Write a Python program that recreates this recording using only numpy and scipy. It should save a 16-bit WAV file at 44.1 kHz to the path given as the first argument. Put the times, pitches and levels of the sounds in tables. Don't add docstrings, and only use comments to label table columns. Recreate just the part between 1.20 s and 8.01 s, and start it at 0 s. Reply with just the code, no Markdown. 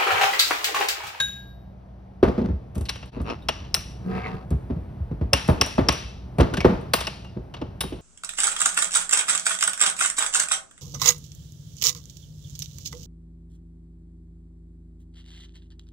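import sys
import numpy as np
from scipy import signal
from scipy.fft import rfft, irfft, next_fast_len
from scipy.io import wavfile
from scipy.ndimage import uniform_filter1d

SR = 44100
rng = np.random.default_rng(int(sys.argv[2]) if len(sys.argv) > 2 else 0)


def wrap_up_sound(samples):
    columns = np.atleast_2d(samples).T
    tamed = np.clip(columns, -1, 1)
    steps = np.round(tamed * 32767).astype(np.int16)
    wavfile.write(sys.argv[1], SR, steps)


N = 300321
CLOCK = np.arange(N) / SR
T = np.arange(SR * 3 // 5) / SR
BAND_HZ = np.geomspace(45, 16000, 40)

# (frequency [Hz], likeness, limited to -1..1)
NEAR_LIKENESS = [(60, 2), (200, 4), (500, 0), (1200, 3), (3000, 9.5), (8000, 0.4)]
FAR_LIKENESS = [(60, 0.93), (200, 0.81), (500, 0.35), (1200, 0.05), (3000, 0.63), (8000, 0.63)]
# (frequency [Hz], level [dB per Hz])
CRACK_SPECTRUM = [(200, 4.5), (600, 15.5), (1100, 12), (1900, 1), (2800, 2), (4300, -2.5), (5600, -6.5),
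                  (6900, -8), (9400, -12), (11500, -17.5), (14000, -22), (15700, -26), (17000, -19.5)]
# (frequency [Hz], width [Hz], level [dB])
SINGING_PANELS = [(450, 28, 6.5), (752, 32, 16.5), (996, 30, 3), (1260, 16, 9), (1594, 31, 4.5)]


def amp(db):
    return 10 ** (np.asarray(db) / 20)


def evened(x):
    return x / np.sqrt(np.mean(x ** 2) + 1e-20)


def read(points, hz):
    f, value = np.transpose(points)
    return np.interp(np.log(hz + 1), np.log(f + 1), value)


def add(mix, s, sound):
    start = max(round(s * SR), 0)
    part = mix[:, start:][:, :sound.shape[-1]]
    part += sound[..., :part.shape[1]]


def ports(hz):
    # (frequency [Hz], phase lag of the right port [radians])
    port_phase = [(0, -2.5), (1120, 1.52), (1980, 1.29), (3360, 0.94), (4390, 0.6), (5340, 1.13),
                  (6800, -2.5), (8180, -3.5), (10200, -5.5), (12100, -4.5), (13300, -47), (15800, -14.5),
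                  (16500, -5.5), (17000, -32)]
    # (frequency [Hz], left level over right level [dB])
    port_balance = [(60, 0), (110, -1), (200, -1), (380, 1), (700, 2.5), (1290, 2), (2380, 1), (4400, 5),
                    (8120, 0), (15000, -1)]
    half = amp(read(port_balance, hz) / 2)
    return np.array([half, np.exp(-1j * read(port_phase, hz)) / half])


def resonances(hz, peaks):
    return sum(db / (1 + (2 * (hz - f) / width) ** 2) for f, width, db in peaks)


def panels(hz):
    # (frequency [Hz], width [Hz], level [dB])
    panel_peaks = [(179.5, 12, 3), (240, 51, 9.5), (355, 120, 6), (477, 15, 6.5), (634, 43, 5.5),
                   (770, 44, -11.5), (919, 27, 9.5), (1180, 370, 10.5), (2630, 140, 8.5), (3300, 24, -4.5),
                   (5100, 83, 4.5)]
    return amp(resonances(hz, panel_peaks))


def random_spectrum(likeness, size):
    hz = np.fft.rfftfreq(size, 1 / SR)
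    a, b = rfft(rng.standard_normal((2, size)))
    same = np.clip(read(likeness, hz), -1, 1)
    right = same * a + np.sqrt(1 - same ** 2) * b
    return hz, np.array([a, right]) * ports(hz)


def dense_modes(likeness):
    hz, noise = random_spectrum(likeness, 2 * SR)
    number = np.arange(len(BAND_HZ))
    place = np.interp(np.log(hz + 1), np.log(BAND_HZ), number)
    shares = np.maximum(1 - abs(place - number[:, None]), 0) * (hz > BAND_HZ[0] / 2)
    return irfft(shares[:, None] * noise * panels(hz)).astype(np.float32)


def excite(modes, gains, envelope):
    size = envelope.shape[1]
    start = rng.integers(modes.shape[2] - size)
    bands = modes[:, :, start:start + size] * envelope[:, None].astype(np.float32)
    energy = np.einsum("bcn,bcn->b", bands, bands) / (2 * SR)
    scale = (gains / np.sqrt(energy + 1e-20)).astype(np.float32)
    return np.einsum("b,bcn->cn", scale, bands)


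def band_gains(spectrum, tilt):
    gains = amp(read(spectrum, BAND_HZ)) * np.sqrt(BAND_HZ)
    return gains / np.linalg.norm(gains) * amp(read(tilt, BAND_HZ))


def burst(length, cycles, shape, contact=0., delay=0.):
    t = np.maximum(T[:len(T) // 4] - delay, 0)
    rise = cycles / BAND_HZ[:, None] + contact
    return (1 - np.exp(-(t / rise) ** 2)) * np.exp(-(t / (length + rise)) ** shape)


def room_tail(build):
    # (frequency [Hz], time to fall by 60 dB [s])
    room_t60 = [(60, 0.97), (200, 0.72), (600, 0.56), (1500, 0.51), (3000, 0.64), (5600, 0.72), (9000, 0.5),
                (15000, 0.4)]
    return (1 - np.exp(-(T / build) ** 2)) * amp(-60 * T / read(room_t60, BAND_HZ)[:, None])


def ring(modes, spread_db, diffuse, waver_hz=30):
    hz, db, t60 = np.transpose(modes)
    phase = np.exp(2j * np.pi * rng.random(len(hz)))
    share = amp(db + spread_db * rng.standard_normal(len(hz))) * phase
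    a, b = rng.standard_normal((2, len(hz), 64))
    echoes = np.array([np.interp(T * waver_hz, np.arange(len(z)), z) for z in a + 1j * b])
    decaying = np.exp((2j * np.pi * hz - np.log(1000) / t60)[:, None] * T)
    sound = ((ports(hz) * share) @ (decaying * (1 + diffuse * echoes))).real
    return sound * np.minimum((T[-1] - T) * 10, 1) * np.minimum(T * 1000, 1)


def cluster(peaks, scatter_db=7, spacing_hz=40):
    hz, noise = random_spectrum(NEAR_LIKENESS, len(T))
    shape = sum(amp(db) / (1 + (2 * (hz - f) / width) ** 2) for f, width, db in peaks)
    heights = rng.uniform(-1.4, 1, len(hz))
    uneven_db = scatter_db * np.interp(hz / spacing_hz, np.arange(len(hz)), heights)
    return evened(irfft(noise * shape * amp(uneven_db), len(T)))


def fade(t60):
    return np.minimum(T * 1000, 1) * amp(-60 * T / t60)


def waver(size, rate_hz):
    knots = rng.standard_normal(256)
    return np.interp(np.arange(size) / SR * rate_hz, np.arange(len(knots)), knots)


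def chatter(size, meetings_per_s=330, depth_db=3):
    loose = read([(400, 0), (1200, 1)], BAND_HZ)[:, None]
    return amp(depth_db * loose * np.minimum(waver(size, meetings_per_s), 2))


def background(hush_db=-49, handling_db=-43):
    # (frequency [Hz], level [dB])
    hush_spectrum = [(20, -48), (40, -24.5), (62, -6), (88, -23), (115, -9), (160, -21.5), (195, -18),
                     (270, -25.5), (430, -32.5), (660, -22.5), (1100, -37.5), (2500, -51), (6000, -58.5),
                     (16000, -103.5)]
    # (frequency [Hz], rms level [dB])
    hum_tones = [(60, -47), (120, -53), (190, -52.5)]
    rumble_spectrum = [(20, -15.0), (60, 2.0), (130, -3.0), (300, -16.0), (1000, -27.0), (6000, -57.0)]
    # (time [s], level [dB])
    grip = [(.8, -4.5), (1.3, -2), (2.4, 4), (3.6, 5.5), (4.8, 0.5), (5.5, 9), (6.1, 2), (6.8, 3)]
    size = next_fast_len(N, True)
    hz, noise = random_spectrum(FAR_LIKENESS, size)
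    hush = amp(hush_db) * evened(irfft(noise * amp(read(hush_spectrum, hz)))[:, :N])
    hum = 0
    for f, db in hum_tones:
        hum = hum + amp(db) * np.sqrt(2) * np.sin(2 * np.pi * (f * CLOCK + rng.random()))
    hz, noise = random_spectrum(NEAR_LIKENESS, size)
    rumble = evened(irfft(noise * amp(read(rumble_spectrum, hz)))[:, :N])
    return hush + hum + rumble * amp(handling_db + read(grip, CLOCK))


def pin(pin_db=-21, first_db=-5, first_s=0.032, beat_hz=3.85, beat_depth=.75):
    # (frequency [Hz], level [dB], time to fall by 60 dB [s])
    free_modes = [(1570, -8, .27), (1620, -3, .62), (3692, -11, .56), (3717, -18, .45), (3803, 0, .5),
                  (6605, -20, .45), (6802, -11, .4), (9290, -31, .36), (10200, -27, .33), (10495, -21, .3),
                  (12290, -31, .9)]
    out = np.zeros((2, N))
    low = ring(free_modes[:2], spread_db=0, diffuse=.3, waver_hz=60)
    high = ring(free_modes[2:], spread_db=0, diffuse=.3, waver_hz=80)
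    beat = 1 - beat_depth + beat_depth * abs(np.cos(np.pi * beat_hz * T))
    stronger_start = 1 + amp(first_db) * np.exp(-T / first_s)
    add(out, 0, amp(pin_db) * (low * beat + high) * stronger_start)
    return out


def spot_db(hz, clang_hz, favour_db=10.5, width=0.071):
    return favour_db / (1 + (np.log(hz / clang_hz) / width) ** 2)


def strikes(near, far, crack_db=-29, held_db=-9, clash_db=-7, shimmer_db=-31, lid_db=-33,
            clang_db=-13, body_db=7, treble_db=24, body_limit_db=6):
    # (time [s], level [dB], treble [dB], sheet-metal body [dB],
    # clang pitch [Hz], time for the clang to fall by 60 dB [s], latch ring [dB])
    blows = [(0.0014, -13.5, -32.5, -24, 3810, 0.13, -31), (1.654, -30, -20, -24, 4200, .04, -9),
             (1.686, -22.5, -25, -17, 3980, .03, -20), (1.692, -13.5, -20.5, -21, 3990, 0.04, -2),
             (1.7555, -29.5, -25, -12, 2770, 0.037, -9), (1.8268, -32, -35, -10.5, 2710, 0.047, -13),
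             (1.999, -38, -41, 0, 1194, .03, -26.5), (2.099, -24, -40, -6.5, 2730, 0.037, -7),
             (2.2856, -8.5, -25, -11, 2910, 0.026, -4.5), (2.5422, -9.5, -11, -22.5, 4020, 0.035, 6.5),
             (2.563, -25, -22, -13, 1380, 0.047, -11.5), (4.132, -3.5, -17, -13, 2790, 0.067, 1.5),
             (4.4117, -5, -18, -13.5, 2800, 0.014, 4.5), (4.686, -3, -24, -16, 1120, 0.044, 2.5),
             (5.1834, -27, -15.5, 4, 2400, 0.029, -19), (5.206, -14.5, -23.5, -13, 1410, 0.025, -27),
             (5.3372, -17.5, -23, -12.5, 1495, 0.079, -23), (5.3695, -15, -24.5, -16.5, 1640, 0.035, -22),
             (5.4042, -17, -28, -12.5, 2246, 0.15, -6), (5.735, -4, -16, -11, 4480, .02, -13),
             (5.757, -23.5, -14, -31, 4670, .12, -13), (5.806, -18, -17, -11, 3630, 0.028, -7),
             (5.869, -15, -24.5, -13.5, 2770, 0.025, -3.5), (6.044, -37, -25, -7.5, 2810, 0.26, -21),
             (6.339, -27.5, -30, -9.5, 2950, 0.079, -29.5), (6.3653, -35, -39, -7, 3780, .08, -28),
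             (6.4141, -31, -34, 2, 2840, .03, -22), (6.607, -14, -12.5, -16, 3690, .04, -10),
             (6.633, -26.5, -37, -6, 3780, 0.21, -26), (6.7244, -35, -33, -11, 3000, 0.044, -16)]
    # (blow level [dB], crack length [s])
    crack_length = [(-18, 0.0087), (-0.5, 0.0039)]
    # (blow level [dB], echo over crack [dB])
    echo_level = [(-22, -3), (1, -9), (-5.5, -2)]
    # (frequency [Hz], level [dB])
    room_colour = [(200, -17.5), (700, -6.5), (2000, -2.5), (4400, -3), (5700, -1.5), (7200, -12.5),
                   (9500, -5), (15000, -16.5)]
    # (frequency [Hz], level [dB], time to fall by 60 dB [s])
    held_modes = [(1107, -13, 0.096), (2860, -11.5, 0.1), (4430, -11, 0.0082), (9460, -24.5, 0.019),
                  (12300, -29, 0.041)]
    # (frequency [Hz], level [dB], time to fall by 60 dB [s])
    clash_modes = [(5070, -3.5, 0.05), (5410, 2, 0.035), (5900, -7, .03)]
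    # (frequency [Hz], width [Hz], level [dB])
    latch_peaks = [(5180, 110, -6), (5590, 300, 0), (5930, 130, -3)]
    lid_peaks = [(850, 160, -7), (1170, 200, -3), (1700, 400, -6), (2350, 300, -9), (2830, 420, 1),
                 (3150, 260, -7), (4050, 500, -7)]
    crack_cycles = 1.8
    rebound_s, rebound_db = 0.0031, -7.5
    held_treble_hz = 7500
    choke_s = 0.0052
    latch_t60_s, lid_t60_s = 0.47, 0.61
    out, tail = np.zeros((2, N)), room_tail(build=0.0033)
    for s, db, treble, body, clang_hz, clang_t60, latch in blows:
        shake, bright = min(body + body_db, body_limit_db), treble + treble_db
        tilt = [(1100, shake), (1900, 0.0062), (6000, 0), (8000, bright)]
        favour = spot_db(BAND_HZ, clang_hz)
        gains = amp(db + crack_db + favour) * band_gains(CRACK_SPECTRUM, tilt)
        length = np.interp(db, *np.transpose(crack_length))
        first = burst(length, crack_cycles, shape=1.4, contact=.0003)
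        second = burst(length, crack_cycles, shape=1.4, contact=.0003, delay=rebound_s)
        add(out, s, excite(near, gains, first + amp(rebound_db) * second))

        wet = np.interp(db, *np.transpose(echo_level)) + read(room_colour, BAND_HZ)
        add(out, s, excite(far, gains * amp(wet - favour / 2), tail * np.sqrt(chatter(len(T)))))

        clank_modes = []
        for hz, level, t60 in held_modes:
            level = level + bright * (hz > held_treble_hz) + spot_db(hz, clang_hz) / 2
            clank_modes.append((hz, level, t60))
        clank = ring(clank_modes, spread_db=1.5, diffuse=.3, waver_hz=400)
        clang = ring([(clang_hz, 0, clang_t60)], spread_db=0, diffuse=.25, waver_hz=200)
        add(out, s, amp(db) * (amp(held_db) * clank + amp(clang_db) * clang))

        clash = ring(clash_modes, spread_db=1, diffuse=.2, waver_hz=700)
        add(out, s, amp(db + latch + clash_db) * clash * np.exp(-(T / choke_s) ** 2))
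        add(out, s, amp(db + latch + shimmer_db) * cluster(latch_peaks) * fade(latch_t60_s))
        add(out, s, amp(db + lid_db) * cluster(lid_peaks) * fade(lid_t60_s))
    return out


def boom(sharp_db, spread_db=2, pivot_hz=190):
    # (frequency [Hz], level [dB], time to fall by 60 dB [s])
    wall_modes = [(143, -1, 0.089), (185, 4, 0.12), (249, -5.5, 0.043), (270.2, 3.5, 0.15), (366.6, 2, 0.1),
                  (464, -5, 0.025)]
    hz, db, t60 = np.transpose(wall_modes)[:, :, None]
    db = db + sharp_db * np.log2(hz / pivot_hz)
    share = amp(db + spread_db * rng.standard_normal(db.shape) - 60 * T / t60)
    turns = hz * T + rng.random(hz.shape)
    return (share * (1 - np.exp(-(T * hz) ** 2)) * np.sin(2 * np.pi * turns)).sum(0)


def knocks(near, far, knock_db=-28, boom_db=-20, rattle_db=2, wet_db=-12, thump_db=1, wall_db=6):
    # (time [s], level [dB], bench thump [dB], favoured wall pitch [Hz], wall level [dB])
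    landings = [(1.0277, -5.5, -30, 390, -7), (1.076, -12, -34, 199, -13.5),
                (1.179, -14.5, -41.5, 227, -17), (1.213, -20, -51, 233, -16.5),
                (1.242, -17.5, -30, 201.5, -21), (1.286, -16.5, -18, 194, -24), (1.33, -39, -21, 189, -33),
                (1.561, -19, -23.5, 191, -25), (1.602, -22.5, -20.5, 174, -37),
                (1.964, -21, -34.5, 255, -34), (1.997, -19.5, -24, 195, -27.5),
                (3.309, -15, -15, 152.4, -21.5), (3.34, -23.5, -21, 144, -22.5),
                (3.5, -16, -22, 248, -26.5), (3.561, -24.5, -27, 162, -23.5),
                (3.802, -46.5, -20.5, 186, -39), (3.911, -20, -24.5, 155, -24), (4.011, -15, -18, 155, -22),
                (4.127, -16.5, -23.5, 562, -20), (4.286, -3.5, -12.5, 169.5, -16.5),
                (4.405, -16, -22, 170, -27), (4.58, -4.5, -18, 367, -24), (4.682, -15, -23, 480, -31.5),
                (5.184, -9.5, -21, 146, -13.5), (5.198, -3, -15.5, 201, -14),
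                (5.22, -17.5, -22, 266, -22.5), (5.328, -15.5, -24, 163, -27),
                (5.378, -17.5, -29.5, 182, -20), (5.445, -4, -35.5, 503, -12.5),
                (5.493, -13.5, -36, 200, -17.5), (5.519, -23, -42.5, 198, -18.5),
                (6.165, -22.5, -45, 190, -29.5), (6.413, -21, -44, 314, -30.5),
                (6.636, -22.5, -40, 388, -28.5), (6.721, -24, -54, 316, -37)]
    # (landing level [dB], length [s])
    knock_length = [(-22, 0.023), (3.5, 0.022)]
    # (frequency [Hz], level [dB per Hz])
    thud_spectrum = [(60, 2.5), (130, 1.5), (250, -1.5), (450, -8), (700, -12.5), (1200, -19.5),
                     (2200, -30.5), (5000, -42.5), (8000, -56.5), (15000, -58.5)]
    boom_growth, rattle_growth = 0.054, 0.62
    sharp_growth = 0.28
    boom_sharpness = 0.49
    bench_hz, bench_sag_per_s, bench_swell_s = 97, 6.37, 0.018
    wall_rise_s, wall_t60_s = 0.0027, 0.083
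    out, tail = np.zeros((2, N)), room_tail(build=0.017)
    wet = wet_db + read([(200, 1.0), (1000, 6.5)], BAND_HZ)
    turns = bench_hz * T / (1 + bench_sag_per_s * T)
    swell = (T / bench_swell_s) ** 2 * np.exp(2 * (1 - T / bench_swell_s))
    swing = swell * np.sin(2 * np.pi * turns)
    for s, db, thump, wall_hz, wall in landings:
        sharp = sharp_growth * (db - thump)
        tilt = [(250, 0.002), (400, sharp), (1000, sharp + rattle_db + rattle_growth * db)]
        gains = amp(db + knock_db) * band_gains(thud_spectrum, tilt)
        blow = burst(np.interp(db, *np.transpose(knock_length)), cycles=.9, shape=1.5)
        add(out, s, excite(near, gains, blow * chatter(blow.shape[1])))
        add(out, s, excite(far, gains * amp(wet), tail * np.sqrt(chatter(len(T)))))
        add(out, s, amp(db + boom_db + boom_growth * db) * boom(boom_sharpness * (db - thump)))
        rise = 1 - np.exp(-(T / wall_rise_s) ** 2)
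        note = np.sin(2 * np.pi * (wall_hz * T + rng.random())) * rise
        add(out, s, amp(wall + wall_db) * note * fade(wall_t60_s))
        add(out, s, amp(thump + thump_db) * swing)
    return out


def clacks(near, far, clack_db=-30, wet_db=-9):
    # (time [s], level [dB])
    handle_hits = [(1.033, -29), (1.086, -36), (1.182, -43), (1.218, -40.5), (1.2589, -36.5), (5.23, -31),
                   (5.455, -41), (5.495, -46)]
    # (frequency [Hz], level [dB per Hz])
    clack_spectrum = [(300, -7), (1200, 6), (2500, -6), (5300, -9.5), (7000, -17), (14000, -30)]
    out, tail = np.zeros((2, N)), room_tail(build=0.005)
    for s, db in handle_hits:
        gains = amp(db + clack_db) * band_gains(clack_spectrum, [(1000, 0)])
        add(out, s, excite(near, gains, burst(0.0024, cycles=0.88, shape=0.91)))
        add(out, s, excite(far, gains * amp(wet_db), tail))
    return out


def ticks(near, far, tick_db=-28, wet_db=-8):
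    # (time [s], level [dB])
    taps = [(1.549, -50), (1.554, -39.5), (1.58, -40.5), (1.61, -38.5), (1.858, -52), (2.0152, -47.5),
            (3.3053, -42.5), (4.278, -33), (4.462, -29.5), (4.7242, -28.5), (5.611, -53)]
    out, tail = np.zeros((2, N)), room_tail(build=0.0078)
    for s, db in taps:
        gains = amp(db + tick_db) * band_gains(CRACK_SPECTRUM, [(1000, 1.6), (5000, 3.4), (9000, 18.2)])
        add(out, s, excite(near, gains, burst(0.0027, cycles=0.93, shape=0.53)))
        add(out, s, excite(far, gains * amp(wet_db), tail))
    return out


def wire(favour_db=11, first_db=8, first_s=0.022):
    # (time [s], level [dB], pitch that rings most [Hz])
    pings = [(1.692, -63, 8030), (2.223, -77, 3830), (2.543, -52, 8130), (2.545, -50, 11900),
             (4.292, -53.5, 9900), (5.734, -47, 12300), (6.606, -42, 9420)]
    # (frequency [Hz], level [dB], time to fall by 60 dB [s])
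    wire_modes = [(3667, -1, .16), (3830, 0, .2), (5254, -4, .2), (8030, -5, .22), (9420, -8, .3),
                  (10010, -10, .25), (10520, -12, .25), (10820, -10, .2), (12215, 2, .3), (13110, -6, .2)]
    out = np.zeros((2, N))
    for s, db, top_hz in pings:
        modes = []
        for hz, level, t60 in wire_modes:
            favour = favour_db * np.exp(-((hz - top_hz) / 500) ** 2)
            modes.append((hz, level + favour, t60))
        ping = ring(modes, spread_db=1.5, diffuse=.35)
        add(out, s, amp(db) * ping * (1 + amp(first_db) * np.exp(-T / first_s)))
    return out


def friction(times, level_db, colour, slips_per_s, grain_db, smooth):
    hz, noise = random_spectrum(FAR_LIKENESS, SR)
    chance = rng.random(SR)
    size = np.minimum(rng.exponential(1, SR), 4)
    impulses = (chance < slips_per_s / SR) * amp(grain_db * size)
    slips = signal.lfilter([1], [1, -np.exp(-1000 / SR)], impulses)
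    rough = irfft(noise) * (smooth + evened(slips))
    singing = amp(resonances(hz, SINGING_PANELS))
    sound = irfft(rfft(rough) * amp(read(colour, hz)) * panels(hz) * singing)
    t = np.arange(times[0], times[-1], 1 / SR)
    level = amp(np.interp(t, times, level_db)) * signal.windows.tukey(len(t), .1)
    return times[0], evened(sound[:, :len(t)]) * level


def scrape(pitch_hz, width_hz):
    low_pass = signal.butter(2, width_hz / 2, fs=SR, output="sos")
    fuzz = signal.sosfilt(low_pass, rng.standard_normal((2, len(pitch_hz))))
    tone = (fuzz[0] + 1j * fuzz[1]) * np.exp(2j * np.pi * np.cumsum(pitch_hz) / SR)
    return evened((ports(pitch_hz) * tone).real)


def hinge(creak_hz=112, range_db=52, ring_width_hz=210, glide_per_s=-1.2):
    # (time of fastest movement [s], level [dB], length [s], ring pitch [Hz], ring over rub [dB])
    swings = [(1.969, -43, 0.19, 1470, -17), (2.101, -28.5, .18, 5380, -24), (3.064, -34.5, .14, 2100, -4)]
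    # (frequency [Hz], level [dB])
    rub_colour = [(180, -11), (300, -11), (580, -11.5), (813, -15), (1120, -19), (1700, -21.5), (2850, -20),
                  (3300, -30), (4300, -27), (5420, -45), (7010, -40), (7600, -68), (10300, -43),
                  (14000, -79)]
    out = np.zeros((2, N))
    position = np.linspace(-1, 1, 21)
    for s, db, length, ring_hz, ring_db in swings:
        times, level = s + position * length / 2, db - range_db * position ** 2
        start, rub = friction(times, level, rub_colour, slips_per_s=3000, grain_db=3, smooth=2.7)
        t = T[:rub.shape[1]]
        pitch = ring_hz * (1 + glide_per_s * (start + t - s))
        ring_level = amp(np.interp(start + t, times, level) + ring_db)
        rub = rub + scrape(pitch, ring_width_hz) * ring_level
        pace = creak_hz * (1 + 0.085 * evened(uniform_filter1d(rng.standard_normal(len(t)), 400)))
        release = uniform_filter1d(np.exp(-3 * (np.cumsum(pace) / SR % 1)), size=45)
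        add(out, start, rub * evened(.15 + release))
    return out


def slide(judder_db=-4, grit_db=3, groan_db=1, squeal_db=-14, scrape_db=-5, scrape_width_hz=700):
    # (time [s], judder level [dB], grit level [dB], scrape pitch [Hz])
    drag = [(2.799, -53, -72, 701), (2.88, -26, -50.5, 1200), (2.92, -27.5, -41, 1593),
            (2.985, -28, -39, 2184), (3.022, -41.5, -43, 2070), (3.072, -43, -41, 2197),
            (3.155, -30.5, -47, 1703), (3.201, -65, -53, 988), (3.25, -47, -53.5, 773)]
    # (frequency [Hz], level [dB])
    judder_colour = [(60, 4), (130, 12.5), (190, 4.5), (300, -6), (430, 4), (600, -18), (1000, -41.5)]
    grit_colour = [(300, -6), (450, 0), (700, -0.5), (1300, -7.5), (2200, -8), (3000, -14.5), (4500, -16),
                   (7000, -31.5), (13000, -39)]
    groan_hz = 186
    out = np.zeros((2, N))
    s, judder, grit, pitch = np.transpose(drag)
    add(out, *friction(s, judder + judder_db, judder_colour, slips_per_s=330, grain_db=-8.0, smooth=0.66))
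    add(out, *friction(s, grit + grit_db, grit_colour, slips_per_s=290, grain_db=1.5, smooth=1.0))
    t = np.arange(s[0], s[-1], 1 / SR)
    scrape_level = amp(np.interp(t, s, grit) + scrape_db)
    add(out, s[0], scrape(np.interp(t, s, pitch), scrape_width_hz) * scrape_level)
    tones = [(groan_hz, judder + groan_db)]
    tones += [(f, grit + squeal_db + db) for f, _, db in SINGING_PANELS]
    for hz, level in tones:
        turns = np.cumsum(hz * (1 + .022 * waver(len(t), 60))) / SR
        tone = (ports(hz)[:, None] * np.exp(2j * np.pi * turns)).real * amp(3 * waver(len(t), 50))
        add(out, s[0], tone * amp(np.interp(t, s, level)))
    return out


def scene():
    near, far = dense_modes(NEAR_LIKENESS), dense_modes(FAR_LIKENESS)
    steel = pin() + strikes(near, far) + clacks(near, far) + ticks(near, far) + wire()
    return background() + steel + knocks(near, far) + hinge() + slide()


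def record(dry, low_cut_hz=38, top_hz=14000, edge_hz=16500):
    roll_off = signal.butter(3, [low_cut_hz, min(top_hz, edge_hz)], "band", fs=SR, output="sos")
    dry = signal.sosfilt(roll_off, dry)
    dip = amp(-18 * np.exp(-((CLOCK - 1.912) / 0.011) ** 2))
    rounded = dry * dip / (1 + dry ** 4) ** (1 / 4)
    band_limit = signal.firwin(255, edge_hz, window=("kaiser", 9), fs=SR)
    return signal.oaconvolve(rounded, band_limit[None], "same")


dry = scene()
out = record(dry)
wrap_up_sound(out)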